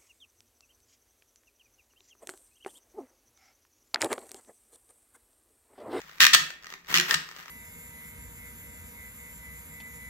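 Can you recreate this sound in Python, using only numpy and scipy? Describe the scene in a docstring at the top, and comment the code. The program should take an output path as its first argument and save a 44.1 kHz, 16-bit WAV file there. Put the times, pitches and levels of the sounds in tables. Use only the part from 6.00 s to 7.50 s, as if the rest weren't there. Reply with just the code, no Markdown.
"""Plastic spin-art toy

A plastic spin-art toy is driven twice on a table in a living room. Each stroke scrapes, a pawl rattles
over ratchet teeth that slow to a stop, and the drive clacks home. The table booms under the strokes, and
the card holder ticks and whirs in its loose bearing. Rough contact forces, made of shaped noise, ring
the plastic shell; decaying sines make the table; fading noise makes the room, over a faint hush.
"""
import sys
import numpy as np
from scipy import signal
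from scipy.fft import rfft, irfft
from scipy.io import wavfile
from scipy.ndimage import map_coordinates

SR = 44100
rng = np.random.default_rng(int(sys.argv[2]) if len(sys.argv) > 2 else 0)


def to_wav(s):
    """Save 16-bit WAV."""
    ch = np.atleast_2d(s).T  # columns
    pcm = np.round(np.clip(ch, -1, 1) * 32767)  # PCM
    wavfile.write(sys.argv[1], SR, pcm.astype(np.int16))


N = 66150  # samples, 1.5 s

# level of the bearing's whir: time_s, level_db
WHIR_LEVEL = [(0, -56.5), (.17, -58.5), (.5, -55.5), (.6, -68), (.72, -54), (.84, -70.5), (1.0, -40.5),
              (1.27, -56.5), (1.34, -55.5), (1.4, -49.5), (1.45, -57.5), (1.5, -48)]
# the drive slides before it catches: start_s, end_s, level_db, rise_s
SLIDES = [(.196, .204, -37, .006), (.868, .941, -35.5, .04), (1.070, 1.135, -34.5, .022)]
# light knocks of the loose holder: start_s, level_db
HOLDER_TICKS = [(.003, -45.5), (.0164, -45), (.0573, -87), (.0952, -50), (.1131, -49.5), (.183, -47.5),
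                (.504, -37), (.6252, -50.5), (.634, -49.5), (.6436, -45), (.6571, -49), (.6681, -42),
                (.691, -51), (.702, -42.5), (.7135, -56), (.7244, -43), (.7379, -39.5), (.8457, -54),
                (.8595, -56), (.8696, -50.5), (1.1192, -34), (1.2528, -55), (1.2887, -41.5), (1.3126, -43),
                (1.363, -43.5), (1.3914, -49), (1.4079, -55.5), (1.427, -47.5), (1.4578, -47),
                (1.4807, -46.5)]
# pushes on the table: start_s, relative_level_db, hardness_db_per_octave
TABLE_PUSHES = [(0.201, -64, -7), (0.221, -60, -6), (0.347, -49.5, -1), (0.394, -47, -12), (.895, -54, -17),
                (.940, -41, 2.5), (0.974, -44, 11), (1.143, -44.5, -12.5)]
# modes of the table top: pitch_hz, t60_s, relative_level_db
TABLE_MODES = [(68, 0.21, -23), (149.2, 0.26, -3.5), (169.2, 0.26, 2), (251, 0.092, -5), (332.5, .2, -9.5),
               (361.5, 0.34, -10)]
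# ratchet runs: first_tooth_s, time_to_standstill_s, travel_teeth
RATCHET_RUNS = [(.2038, .0706, 10.15), (.9413, .0728, 7.35)]
# loudness of each run: level_db, change_over_run_db
RUN_LEVELS = [(-18, 4), (-21.5, 1.5)]
# the pawl drops over a single tooth: start_s, level_db
SINGLE_SNAPS = [(1.0098, -27), (1.1090, -19.5)]
# the drive hits its stop and chatters: start_s, level_db
STOP_CLACKS = [(.3326, -17.5), (.3358, -18), (.3396, -16.5), (.3432, -21.5), (.3468, -10.5), (.3500, -26),
               (.3675, -32), (1.1410, -22.5), (1.1442, -24.5)]

# resonances of the plastic shell: pitch_hz, t60_s, relative_level_db
SHELL_MODES = [(1235, .09, 5), (1620, .08, 3), (1806, .13, 10), (1878, .13, 9), (1968, .08, 5),
               (2400, .05, -2), (2677, .08, 3), (2852, .08, 6), (3270, .07, 1), (3650, .07, 2)]
# tone colour of the ratchet teeth: frequency_hz, relative_level_db
TOOTH_COLOUR = [(30, -28), (110, -25.5), (200, -16), (350, -23), (650, -22), (1100, -4.5), (1800, 3),
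                (2300, 1.5), (3000, 2.5), (4700, -1), (5600, -0.5), (7800, -9.5), (8900, -18.5),
                (12000, -16.5)]
# tone colour of the clacks: frequency_hz, relative_level_db
CLACK_COLOUR = [(30, -55), (120, -38), (300, -25), (650, -19), (1300, -3), (2200, -3), (3400, 1),
                (5600, -3), (8300, -9), (9300, -20), (12000, -22)]
# tone colour of the ticks: frequency_hz, relative_level_db
TICK_COLOUR = [(30, -57), (120, -27.5), (350, -12), (700, -13.5), (1200, -3.5), (2000, -3.5), (3000, -10),
               (6000, -8.5), (8000, -18), (9300, -33.5), (12000, -25)]
# tone colour of the rubbing: frequency_hz, relative_level_db
SCRAPE_COLOUR = [(30, -39), (120, -16.5), (350, -13), (650, -13.5), (1200, -3), (2100, -2.5), (3000, -8),
                 (5600, -12.5), (8000, -18.5), (9300, -29), (12000, -17.5)]
# tone colour of the quiet room: frequency_hz, relative_level_db
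HUSH_COLOUR = [(25, -6), (60, 6.5), (110, -17), (160, 10), (300, -17), (1000, -8.5), (5000, -35.5),
               (15500, -27)]
# extra treble of hard contacts, at unit force: frequency_hz, relative_level_db
CRACK_COLOUR = [(2000, -28.5), (5000, -9), (9000, 6), (15000, 19.5)]
# balance of the toy between the sides: frequency_hz, left_minus_right_db
LEFT_BALANCE = [(300, 0), (500, -2), (1000, 6), (1800, 3), (3000, -3), (4500, -1), (7000, 1), (10000, 5),
                (15000, 8)]
# likeness of left and right noise: frequency_hz, likeness (1 = the same)
STEREO_LIKENESS = [(150, 0.96), (300, 0.88), (600, 0.57), (1500, 0.1), (4000, 0.24), (12000, 0.15)]
# decay of the reverberation: frequency_hz, t60_s
ROOM_DECAY = [(150, 0.86), (1000, 0.35), (2000, 0.46), (4000, 0.35), (8000, 0.32), (15000, 0.27)]

BITE_DB, GRAZE_DB = 3, -5  # the first tooth bites hard and throws the pawl, which only grazes the second
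TOOTH_ATTACK_S, CLACK_ATTACK_S, TICK_ATTACK_S = .0003, .0004, .0005
TOOTH_HOLD_S, CLACK_HOLD_S, TICK_HOLD_S = .002, .002, .0015
TOOTH_T60_S, CLACK_T60_S, TICK_T60_S = .011, .018, .0094
ROOM_DB, ROOM_DELAY_S, LEFT_LEAD_S = -8, 0.0025, 0.000116
ROOM_SIDE_SHARE = 0.29  # share of the left-right level difference that the reverberation keeps
HUSH_DB = -66.5
TOP_HZ, FALL_DB_PER_HZ = 15750, .045  # band limit and the slope above it


def amp(db):
    """Decibels to amplitude."""
    return 10 ** (np.asarray(db) / 20)


def unit(x):
    """Divide by the root of the mean square."""
    return x / np.sqrt(np.mean(x ** 2) + 1e-20)


def clock():
    """Time of every sample in seconds."""
    return np.arange(N) / SR


def along(points, hz):
    """Read a curve of (Hz, value) points on a log frequency axis."""
    point_hz, values = np.transpose(points)
    return np.interp(np.log(hz + 1), np.log(point_hz + 1), values)


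def filtered(x, response):
    """Shape x with a complex response, given as a function of frequency."""
    spectrum = rfft(x, 2 * N)
    hz = np.fft.rfftfreq(2 * N, 1 / SR)
    return irfft(spectrum * response(hz))[..., :N]


def causal(gain):
    """The minimum-phase response with this gain, by folding its cepstrum."""
    cepstrum = irfft(np.log(gain + 1e-6))
    cepstrum[1:N] *= 2
    cepstrum[N + 1:] = 0
    return np.exp(rfft(cepstrum))


def noise():
    """White stereo noise, alike in the bass: the mid and side shares set the likeness."""
    def mid_side_gains(hz):
        turn = np.arccos(np.clip(along(STEREO_LIKENESS, hz), -1, 1)) / 2
        return np.array([np.cos(turn), np.sin(turn)])
    mid, side = filtered(rng.standard_normal((2, N)), mid_side_gains)
    return np.array([mid + side, mid - side])


def plastic(force, colour, ring_db):
    """A rough contact force sounds through the shell and its resonances; harder contact is brighter."""
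    def shell_response(hz):
        peaks = 0
        for mode_hz, t60, db in SHELL_MODES:
            detune = (hz - mode_hz) * 2 * np.pi * t60 / np.log(1000)  # in half bandwidths
            peaks = peaks + amp(db + ring_db) ** 2 / (1 + detune ** 2)
        return unit(causal(amp(along(colour, hz)) * np.sqrt(1 + peaks)))
    bright = filtered(noise(), lambda hz: amp(along(CRACK_COLOUR, hz)))
    crack = force ** 2 * bright
    return filtered(force * noise() + crack, shell_response)


def contacts(rows, attack_s, hold_s, t60):
    """Force of (s, dB) contacts: attack, hold, fast release; overlapping contacts add in power."""
    power = np.zeros(N)
    for start, db in rows:
        age = clock() - start
        attack = np.clip(age / attack_s, 0, 1)
        release_db = -60 * np.maximum(age - hold_s, 0) / t60
        power += (attack * amp(db + release_db)) ** 2
    return np.sqrt(power)


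def friction(grain_db=3.5, grains_per_s=500, release_s=.02):
    """Grainy rubbing of the bearing and of the sliding drive: noise under a randomly wavering level."""
    t = clock()
    level = amp(np.interp(t, *np.transpose(WHIR_LEVEL)))
    for start, end, db, rise in SLIDES:
        swell = np.clip((t - start) / rise, 0, 1) ** 2
        level = level + amp(db - 60 * np.maximum(t - end, 0) / release_s) * swell
    wander = map_coordinates(rng.standard_normal(N // 10), [t * grains_per_s], mode="wrap")
    grain = unit(amp(grain_db * wander))
    return plastic(level * grain, SCRAPE_COLOUR, ring_db=-12)


def hush():
    """The quiet of the room: steady coloured noise."""
    return amp(HUSH_DB) * unit(filtered(noise(), lambda hz: amp(along(HUSH_COLOUR, hz))))


def ticks():
    """The holder knocks in its play: short, light contact forces on the shell."""
    force = contacts(HOLDER_TICKS, TICK_ATTACK_S, TICK_HOLD_S, TICK_T60_S)
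    return plastic(force, TICK_COLOUR, ring_db=1.5)


def table(attack_s=0.007, centre_hz=160):
    """Each push sets the table top booming in decaying sines; harder ones favour its higher modes."""
    out = np.zeros(N)
    for start, db, hardness in TABLE_PUSHES:
        age = np.maximum(clock() - start, 0)
        for hz, t60, mode_db in TABLE_MODES:
            tilt_db = hardness * np.log2(hz / centre_hz)
            gain = amp(db + mode_db + tilt_db - 60 * age / t60)
            swell = 1 - np.exp(-age / attack_s)
            out += gain * swell * np.sin(2 * np.pi * (hz * age + rng.random()))
    return 2 * out


def ratchet():
    """The wheel brakes evenly, so the pawl's snaps come ever further apart."""
    teeth = list(SINGLE_SNAPS)
    for (start, length, travel), (db, change_db) in zip(RATCHET_RUNS, RUN_LEVELS):
        tooth_numbers = np.arange(int(travel) + 1)
        time_shares = 1 - np.sqrt(1 - tooth_numbers / travel)  # constant deceleration
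        for k, share in enumerate(time_shares):
            accent_db = BITE_DB * (k == 0) + GRAZE_DB * (k == 1)
            teeth.append((start + length * share, db + change_db * share + accent_db))
    force = contacts(teeth, TOOTH_ATTACK_S, TOOTH_HOLD_S, TOOTH_T60_S)
    return plastic(force, TOOTH_COLOUR, ring_db=0.5)


def clacks():
    """Blows against the stop chatter in two quick clusters, the second lighter and duller."""
    force = contacts(STOP_CLACKS, CLACK_ATTACK_S, CLACK_HOLD_S, CLACK_T60_S)
    return plastic(force, CLACK_COLOUR, ring_db=-1)


def room(x):
    """Diffuse answer of the room: a tail of noise whose bass lingers longest."""
    hz, t, cells = signal.stft(noise(), SR, nperseg=256)
    decay = amp(-60 * t / along(ROOM_DECAY, hz)[:, None])
    tail = signal.istft(cells * decay, SR, nperseg=256)[1]
    # silent for one delay, then fading in over another
    tail = tail * np.clip(np.arange(tail.shape[1]) / SR / ROOM_DELAY_S - 1, 0, 1)
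    return signal.fftconvolve(x, tail / np.linalg.norm(tail[0]), axes=1)[:, :N]


def scene():
    """The toy stands just left of the microphones, in a quiet room."""
    toy = friction() + ticks() + ratchet() + clacks()
    sides = np.array([[.5], [-.5]])  # left, right

    def placement(hz):
        lead = np.exp(2j * np.pi * hz * sides * LEFT_LEAD_S)  # the left hears it first
        return amp(sides * along(LEFT_BALANCE, hz)) * lead

    def room_balance(hz):
        return amp(ROOM_DB + ROOM_SIDE_SHARE * sides * along(LEFT_BALANCE, hz))

    direct = filtered(toy, placement)
    walls = filtered(room(toy), room_balance)
    return direct + walls + table() + hush()


def record(dry):
    """The loudest peaks are rounded off; the sound falls steeply above the band limit."""
    rounded = dry / (1 + dry ** 4) ** (1 / 4)
    return filtered(rounded, lambda hz: amp(-FALL_DB_PER_HZ * np.maximum(hz - TOP_HZ, 0)))


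dry = scene()
out = record(dry)
to_wav(out)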